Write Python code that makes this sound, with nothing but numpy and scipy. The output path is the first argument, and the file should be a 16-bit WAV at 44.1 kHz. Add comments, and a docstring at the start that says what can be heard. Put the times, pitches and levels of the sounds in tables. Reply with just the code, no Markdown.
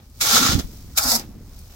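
"""Shovelling sand in a truck bed.

A shovel is driven twice into damp sand in a steel truck bed, outdoors. Each stroke bites with a
bright crunch, then grains grind along the blade and ring it. The blade clangs and groans on the
floor; on the second stroke the scoop rings hollow and sinks in pitch as it fills. Clods thud down,
mostly after the first stroke. Loose sand trickles and the bed's panels hum over a low rumble."""
import sys
import numpy as np
from scipy import signal
from scipy.fft import rfft, irfft, next_fast_len
from scipy.io import wavfile
from scipy.ndimage import uniform_filter1d

SR = 44100
rng = np.random.default_rng(int(sys.argv[2]) if len(sys.argv) > 2 else 0)


def unload_audio(sound):
    """Save the sound as a 16-bit wav file, at the path given as the first command line argument."""
    columns = np.transpose(np.atleast_2d(sound))
    # keep every value between -1 and 1, then stretch to whole-number steps
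    steps = np.round(np.clip(columns, -1, 1) * 32767)
    wavfile.write(sys.argv[1], SR, steps.astype(np.int16))


N = 77175
TIME_S = np.arange(N) / SR

# Envelopes of the background layers. Each row: time in seconds, relative level in dB.
RUMBLE_ENVELOPE_DB = [(0, -48), (.2, -42.5), (.6, -40.5), (.88, -38.5), (1.2, -39.5), (1.5, -40.5),
                      (1.62, -39), (1.75, -45)]
TRICKLE_ENVELOPE_DB = [(0, -64), (.035, -60), (.11, -63.5), (.19, -51.5), (.6, -42.5), (.68, -52),
                       (.8, -52), (.93, -55.5), (1.24, -56), (1.39, -62), (1.46, -58.5), (1.58, -53.5),
                       (1.64, -55.5), (1.75, -54)]
HUM_ENVELOPE_DB = [(0, -63), (.17, -54.5), (.23, -66), (.3, -63), (.42, -25), (.62, -47.5), (.68, -45.5),
                   (.95, -55.5), (1.1, -46.5), (1.27, -43.5), (1.4, -46), (1.52, -55), (1.63, -60),
                   (1.75, -76)]
# Spectra of the noise sources. 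Each row: frequency in Hz, relative level in dB.
RUMBLE_SPECTRUM_DB = [(15, -39), (25, 1.5), (45, -1.5), (65, 1), (100, -5), (170, -12.5), (260, -18),
                      (380, -28), (550, -29.5), (1500, -37)]
TRICKLE_SPECTRUM_DB = [(350, -31), (600, -34), (716, -1.5), (1030, -12), (1250, -5), (1760, -13),
                       (2280, -7), (2790, -9), (5360, 0), (8520, -6), (15500, -6)]
SCUFF_SPECTRUM_DB = [(250, 11.5), (420, 7), (850, 4.5), (1400, -2.5), (2200, -7.5), (3400, -5.5),
                     (7000, -17), (15000, -42)]
LONG_PUSH_SPECTRUM_DB = [(160, 0), (340, -13.5), (440, -3), (560, -2.5), (800, -1), (1000, -4),
                         (1300, -3.5), (1650, -9), (2000, -4), (2650, -8.5), (3200, -1), (5100, 1.5),
                         (6400, 1.5), (7500, -2.5), (8800, -6.5), (10500, -6.5), (11600, -6.5),
                         (13000, -9.5), (15500, -10)]
BITE_SPECTRUM_DB = [(300, -29), (700, -26), (1400, -0.5), (1850, -10.5), (2300, -1), (2900, -8.5),
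                    (3900, 3), (4400, -2.5), (5100, 2), (6200, 1), (7400, 4), (8400, -6), (10300, -4),
                    (11400, 1.5), (12300, -7.5), (13400, -2.5), (15500, -10)]
GRIT_SPECTRUM_DB = [(330, -13.5), (480, -3), (680, -3), (850, -2.5), (1050, -12.5), (1400, -15),
                    (1800, -13), (2600, -15), (3500, -5.5), (4200, -1), (4900, 6.5), (6300, 0), (7400, 1),
                    (8700, -6), (10700, -4.5), (11700, -1), (13300, -7), (15500, -10.5)]
# Steel resonances. Each row: frequency in Hz, bandwidth in Hz, relative level in dB.
PANEL_MODES = [(112, 66, 1), (198, 22, -1.5), (224.5, 36, 6), (284, 42, -12), (410, 17, -12)]
BLADE_MODES = [(1180, 79, -5), (1289, 39, -2.5), (1347, 17, 2), (1380, 28, -3.5), (1467, 20, -7),
               (1710, 12, -14), (4530, 21, -15), (5430, 29, -13), (6340, 12, -5), (7170, 25, -6)]
SCOOP_MODES = [(680.5, 19, -3), (829, 33, 4), (967, 46, -5), (1088, 27, -1.5), (1214, 48, -8),
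               (1371, 22, -6), (1501, 24, -0.5), (2270, 82, -9)]

# Soft scuffs in the sand. Each row: start in seconds, level in dB, hold in seconds.
SCUFF_EVENTS = [(0, -57.5, 0.044), (.225, -40, .05), (0.526, -37, 0.075), (1.171, -39.5, 0.037),
                (1.689, -52, 0.066)]
# Stray grains, blade catches and snapping grit. Each row: start in seconds, level in dB.
TICK_EVENTS = [(0.099, -48), (.675, -58), (1.589, -38.5)]
KNOCK_EVENTS = [(0.3188, -21), (0.333, -16.5), (0.3659, -8.5), (0.3911, -20.5), (0.4282, -11.5),
                (0.4511, -16), (.467, -16.5), (0.4838, -14.5), (.497, -21), (0.517, -20), (0.594, -31)]
CRACK_EVENTS = [(0.339, -10), (0.367, -14), (0.4275, -23), (0.518, -18), (.591, -21), (1.093, -23),
                (1.120, -11), (1.137, -18), (1.1529, -11), (1.162, -13.5), (1.188, -26), (1.196, -21.5)]
# Long push along the floor, short push into the heap.
# Each row: time in seconds, relative grinding level in dB, relative blade ring level in dB.
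LONG_PUSH_EFFORT_DB = [(.198, -55, -48), (.215, -23, -67), (.25, -23.5, -30.5), (.29, -18.5, -34.5),
                       (.325, -18, -24.5), (.35, -13.5, -31), (.372, -15.5, -21), (.395, -19, -33),
                       (.42, -20, -28), (.465, -17, -27.5), (.495, -22.5, -29.5), (.525, -20.5, -32.5),
                       (.56, -32.5, -45), (.583, -41.5, -54), (.598, -26, -50), (.614, -63, -64),
                       (.66, -66, -87)]
SHORT_PUSH_EFFORT_DB = [(.948, -64, -58), (.964, -36.5, -43), (.99, -28, -27), (1.012, -29.5, -39.5),
                        (1.03, -23.5, -37), (1.06, -25, -36), (1.09, -20.5, -34), (1.12, -17.5, -45),
                        (1.143, -23, -39), (1.16, -17.5, -67), (1.178, -55, -53), (1.198, -39, -66),
                        (1.22, -53, -60), (1.26, -85, -74)]
# Blade bites. Each row: start in seconds, level in dB, hold in seconds, tilt in dB per octave.
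BITE_EVENTS = [(0.211, -17.5, 0.013, -1.5), (0.9763, -11, 0.0096, 2.06)]
# Judder swells. Each row: centre in seconds, level in dB, pitch in Hz, half length in seconds.
GROAN_EVENTS = [(0.347, -26.5, 231.3, 0.012), (0.404, -38, 246, 0.0064), (0.424, -24, 244.3, 0.016),
                (0.46, -32, 267, 0.017), (0.516, -25.5, 265, 0.014), (0.542, -25, 252, 0.018),
                (0.586, -27, 257.9, 0.012), (1.062, -28, 262.6, 0.0088), (1.074, -29.5, 258.8, 0.016),
                (1.138, -34.5, 225.5, 0.011), (1.163, -29.5, 225.7, .012)]
# Clod landings. Each row: start in seconds, level in dB, pitch in Hz, left minus right in dB.
CLOD_EVENTS = [(0.491, -20, 78.5, -12), (.505, -25, 112, -7), (0.52, -15.5, 140, 0), (0.531, -16, 73, 4),
               (0.551, -12, 89, -14), (0.58, -17.5, 67, -1.5), (0.598, -18.5, 173, -14),
               (0.644, -25.5, 46.6, 2), (0.85, -33, 54.1, -1), (1.055, -28.5, 47, -3)]
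# Ring of the scoop. Each row: time in seconds, level in dB.
SCOOP_ENVELOPE_DB = [(.975, -32.5), (1.02, -35.5), (1.05, -31.5), (1.1, -35), (1.125, -30.5),
                     (1.158, -28.5), (1.19, -48), (1.24, -63)]
# Spectral hollow in the short push. Each row: time in seconds, depth from 0 to 1.
HOLLOW_DEPTH = [(1.0, 0), (1.05, 0.44), (1.09, 0.36), (1.17, 0.85), (1.2, 0)]

# Stereo width of the grains. Each row: frequency in Hz, side relative to mid in dB.
GRAIN_WIDTH_DB = [(60, -23), (250, -12), (700, -11.5), (1300, 1), (2300, 1.5), (4000, 0.5), (6000, -3),
                  (9000, 0), (15000, 0.5)]
# Stereo balances. Each row: frequency in Hz, left minus right in dB, of which lean() applies 70 %.
LONG_PUSH_BALANCE_DB = [(300, -7), (1300, 2.5), (2800, 0.5), (5000, 1), (9000, -2), (15000, -2.5)]
SHORT_PUSH_BALANCE_DB = [(300, -6), (750, 13), (1400, -1), (2800, -0.5), (4800, -2), (6200, -2.5),
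                         (8000, 4), (15000, 5)]
MIC_BALANCE_DB = [(30, -0.5), (70, -3), (250, -2), (1300, 0.5), (2800, 0.5), (4500, -4), (6400, -3.5),
                  (7800, 6), (11400, 2), (13000, 13.5), (15800, 14)]
# Notches of the right microphone's port. Each row: frequency in Hz, gain in dB.
RIGHT_PORT_DB = [(100, -1.5), (8050, 1.5), (8650, -23), (9500, 1), (10500, -23), (11400, 4), (13000, -4.5),
                 (16000, 10.5)]


def from_db(db):
    """Decibels to gain."""
    return 10 ** (np.asarray(db) / 20)


def unit_rms(x):
    """Scale to rms 1."""
    return x / np.sqrt(np.mean(x ** 2) + 1e-20)


def envelope(rows, column=1):
    """Gain over time from a dB column; silent outside the rows."""
    rows = np.array(rows)
    return from_db(np.interp(TIME_S, rows[:, 0], rows[:, column], left=-120, right=-120))


def burst(start_s, hold_s, attack_s, release_s):
    """Exponential rise up to the start, hold, exponential fall."""
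    age_s = TIME_S - start_s
    return np.exp(np.minimum(age_s, 0) / attack_s - np.maximum(age_s - hold_s, 0) / release_s)


def steady(x, window_s):
    """Hold the running rms at 1."""
    power = uniform_filter1d(np.mean(x ** 2, axis=0), int(window_s * SR))
    return x / np.sqrt(np.abs(power) + 1e-9)


def butter(x, hz, kind, order=2):
    """Butterworth filter."""
    return signal.sosfilt(signal.butter(order, hz, kind, fs=SR, output="sos"), x)


def colour(x, spectrum_db, share=1, tilt_db_per_oct=0):
    """Minimum-phase filter following a share of a spectrum, plus a tilt."""
    size = 2 * next_fast_len(N)
    hz, db = np.transpose(spectrum_db)
    octave = np.log2(np.maximum(np.fft.rfftfreq(size, 1 / SR), 1))
    gain_db = np.interp(octave, np.log2(hz), share * db + tilt_db_per_oct * np.log2(hz / hz.mean()))
    cepstrum = irfft(np.log(from_db(gain_db)))
    cepstrum[1:size // 2] *= 2
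    cepstrum[size // 2 + 1:] = 0
    return irfft(rfft(x, size) * np.exp(rfft(cepstrum)))[..., :N]


def resonate(x, modes):
    """Parallel two-pole resonators; rms 1."""
    out = 0
    for hz, width_hz, db in modes:
        radius = np.exp(-np.pi * width_hz / SR)
        feedback = [1, -2 * radius * np.cos(2 * np.pi * hz / SR), radius ** 2]
        out = out + from_db(db) * unit_rms(signal.lfilter([1, 0, -1], feedback, x))
    return unit_rms(out)


def stereo(mid, side):
    """Mid and side to left and right."""
    return np.array([mid + side, mid - side])


def pan(db):
    """Channel gains for a left-minus-right level."""
    return from_db([[db / 2], [-db / 2]])


def lean(pair, balance_db):
    """Pan by frequency, using 70 % of the balance."""
    return np.array([colour(pair[0], balance_db, share=0.32), colour(pair[1], balance_db, share=-0.38)])


def flutter(hz):
    """Low-passed random wavering; rms 1."""
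    return unit_rms(butter(rng.standard_normal(2 * N), hz, "low")[N:])


def grains(per_s, spread_db, clump_db):
    """Stereo clicks of uneven size, bunched by stick and slip; rms 1."""
    sizes = from_db(spread_db * np.minimum(rng.exponential(1, (2, N)), 4))
    signs = rng.choice([-1, 1], (2, N))
    hits = rng.random((2, N)) < per_s / SR
    mid, side = sizes * signs * hits * from_db(clump_db * flutter(hz=130))
    return unit_rms(stereo(mid, colour(side, GRAIN_WIDTH_DB)))


def rumble(width_db=-20):
    """Low outdoor rumble, nearly alike on both sides."""
    mid, side = rng.standard_normal((2, N))
    air = colour(stereo(mid, from_db(width_db) * side), RUMBLE_SPECTRUM_DB)
    air = butter(butter(air, 1700, "low"), 13.5, "high")
    return envelope(RUMBLE_ENVELOPE_DB) * steady(air, window_s=0.059)


def trickle(gain_db=3):
    """Fine sand runs off the blade and down the heap."""
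    sand = colour(grains(per_s=7000, spread_db=1.12, clump_db=1.5), TRICKLE_SPECTRUM_DB)
    return from_db(gain_db) * envelope(TRICKLE_ENVELOPE_DB) * unit_rms(butter(sand, 430, "high"))


def bed_hum():
    """The bed's panels hum as feet shift and sand settles."""
    panels = resonate(grains(per_s=900, spread_db=3.5, clump_db=6), PANEL_MODES)
    return envelope(HUM_ENVELOPE_DB) * steady(butter(panels, 430, "low", order=4), window_s=0.078)


def scuffs():
    """Short dull rubs in the sand."""
    rubs = sum(from_db(db) * burst(start_s, hold_s, attack_s=0.014, release_s=0.025)
               for start_s, db, hold_s in SCUFF_EVENTS)
    sand = colour(grains(per_s=5000, spread_db=3.2, clump_db=3.5), SCUFF_SPECTRUM_DB)
    return rubs * unit_rms(butter(sand, 130, "high"))


def ticks():
    """Stray grains tick on the steel."""
    hits = sum(from_db(db) * burst(start_s, 0, attack_s=0.0004, release_s=0.004)
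               for start_s, db in TICK_EVENTS)
    grit = grains(per_s=22000, spread_db=0.52, clump_db=1.5)
    return hits * unit_rms(butter(grit, 5300, "high"))


def push(effort_db, spectrum_db, balance_db, grind_db, ring_db, dulling_db_per_s, split_hz=6300):
    """Sand grinds along the blade and coarser grit rings it; the treble fades as it is buried."""
    sand = grains(per_s=9000, spread_db=2.5, clump_db=1.5)
    grind = unit_rms(butter(colour(sand, spectrum_db), 126, "high"))
    body = butter(grind, split_hz, "low", order=4)
    body = butter(body[:, ::-1], split_hz, "low", order=4)[:, ::-1]  # backward pass: zero phase
    start_s, end_s = effort_db[0][0], effort_db[-1][0]
    unity_s = start_s + 0.31 * (end_s - start_s)
    treble_db = -dulling_db_per_s * (np.clip(TIME_S, start_s, end_s) - unity_s)
    grind = body + (grind - body) * from_db(treble_db)
    grind *= from_db(grind_db) * envelope(effort_db)
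    ring = resonate(grains(per_s=540, spread_db=2.4, clump_db=0), BLADE_MODES)
    ring = from_db(ring_db) * envelope(effort_db, column=2) * steady(ring, window_s=0.068)
    return lean(grind + ring, balance_db)


def bites():
    """The edge breaks the crust with a short bright crunch."""
    out = 0
    for start_s, db, hold_s, tilt in BITE_EVENTS:
        crust = grains(per_s=21000, spread_db=1, clump_db=0.5)
        crunch = unit_rms(colour(crust, BITE_SPECTRUM_DB, tilt_db_per_oct=tilt))
        out += from_db(db) * burst(start_s, hold_s, attack_s=0.0029, release_s=0.0024) * crunch
    return out


def knocks(rise_s=0.0014, sand_damping_hz=16):
    """The blade catches on the floor and clangs in all its modes, damped by sand."""
    age_s = TIME_S[:SR // 5]
    hz, width_hz, mode_db = np.transpose(BLADE_MODES)
    decays = np.exp(-np.pi * np.outer(width_hz + sand_damping_hz, age_s))
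    rings = np.sin(2 * np.pi * np.outer(hz, age_s)) * decays
    clang = from_db(mode_db) @ rings * (1 - np.exp(-age_s / rise_s))
    clang /= np.abs(clang).max()
    out = np.zeros(N)
    for start_s, db in KNOCK_EVENTS:
        start = int(start_s * SR)
        out[start:start + len(clang)] += from_db(db) * clang
    return out


def cracks():
    """Coarse grit snaps under the edge."""
    snaps = sum(from_db(db) * burst(start_s, 0, attack_s=0.0004, release_s=0.002)
                for start_s, db in CRACK_EVENTS)
    grit = grains(per_s=22000, spread_db=0.52, clump_db=1.5)
    return snaps * unit_rms(colour(grit, GRIT_SPECTRUM_DB))


def groans(waver_rad=0.43, left_lag_s=0.00007):
    """The blade judders over the floor in nearly pure swells, later and weaker on the left."""
    judder = 0
    for centre_s, db, hz, half_s in GROAN_EVENTS:
        swell = from_db(db) * np.exp(-((TIME_S - centre_s) / half_s) ** 2 / 2)
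        phase_rad = 2 * np.pi * (hz * TIME_S + rng.random()) + waver_rad * flutter(hz=35.3)
        judder += swell * np.sqrt(2) * np.sin(phase_rad)
    left = np.interp(TIME_S - left_lag_s, TIME_S, judder)
    return pan(db=-4) * np.array([left, judder])


def clods(decay_cycles=0.88, puff_db=-4.5, width_db=-3.5, cushion_hz=420):
    """Each clod lands with a damped thump and a dull puff near its pitch; sand cushions the top."""
    out = 0
    for start_s, db, hz, pan_db in CLOD_EVENTS:
        thump = -np.sin(2 * np.pi * hz * np.maximum(TIME_S - start_s, 0))
        mid, side = rng.standard_normal((2, N))
        puff = butter(stereo(mid, from_db(width_db) * side), 3.1 * hz, "low", order=4)
        puff = steady(butter(puff, 1.13 * hz, "high"), window_s=0.028)
        landing = burst(start_s, 0, attack_s=0.0011, release_s=decay_cycles / hz)
        out += from_db(db) * pan(pan_db) * landing * (thump + from_db(puff_db) * puff)
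    return butter(out, cushion_hz, "low", order=3)


def scoop(pitch_drop=0.135, fill_at_s=1.103, fill_time_s=0.0086):
    """The scoop rings hollow in the heap; all its modes sink as it fills with sand."""
    ring = resonate(grains(per_s=1500, spread_db=2.8, clump_db=1.5), SCOOP_MODES)
    ring = steady(butter(ring, 3000, "low"), window_s=0.029)
    filled = (1 + np.tanh((TIME_S - fill_at_s) / fill_time_s)) / 2
    slowed_s = np.cumsum(1 - pitch_drop * filled) / SR
    sinking = np.array([np.interp(slowed_s, TIME_S, channel) for channel in ring])
    return envelope(SCOOP_ENVELOPE_DB) * pan(db=2) * sinking


def hollow(x, band_hz=(2410, 3820)):
    """A band drops out of the grinding while the blade is deep."""
    depth = np.interp(TIME_S, *np.transpose(HOLLOW_DEPTH))
    return x - depth * butter(x, band_hz, "band", order=1)


def bed_walls(x, t60_s=0.094, wet_db=-5.5, echoes_per_s=4000):
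    """Quick reflections between the steel walls, independent on each side."""
    age_s = TIME_S[:SR // 4]
    shape = (2, len(age_s))
    echoes = rng.standard_normal(shape) * (rng.random(shape) < echoes_per_s / SR)
    echoes = butter(echoes * from_db(-60 * age_s / t60_s), 540, "high")
    echoes /= np.sqrt(np.sum(echoes ** 2, axis=1, keepdims=True))
    wet = from_db(wet_db)
    return (x + wet * signal.fftconvolve(x, echoes, axes=1)[:, :N]) / np.sqrt(1 + wet ** 2 / 2)


def scene():
    """Two shovel strokes with falling clods, over hum, trickle and rumble."""
    shovel = bites() + scuffs()
    long_push = push(LONG_PUSH_EFFORT_DB, LONG_PUSH_SPECTRUM_DB, LONG_PUSH_BALANCE_DB,
                     grind_db=1.3, ring_db=2.5, dulling_db_per_s=24)
    short_push = push(SHORT_PUSH_EFFORT_DB, GRIT_SPECTRUM_DB, SHORT_PUSH_BALANCE_DB,
                      grind_db=1.5, ring_db=0.5, dulling_db_per_s=8.4)
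    shovel += ticks() + long_push + hollow(cracks() + short_push)
    return bed_walls(shovel) + knocks() + groans() + clods() + scoop() + bed_hum() + trickle() + rumble()


def record(dry, ceiling=1.1, cutoff_hz=15900):
    """Each microphone has its own colour; peaks are rounded and the top is cut."""
    left, right = lean(dry, MIC_BALANCE_DB)
    pair = np.array([left, colour(right, RIGHT_PORT_DB)])
    rounded = ceiling * np.tanh(pair / ceiling)
    return signal.sosfilt(signal.ellip(12, 0.1, 90, cutoff_hz, fs=SR, output="sos"), rounded)


dry = scene()
out = record(dry)
unload_audio(out)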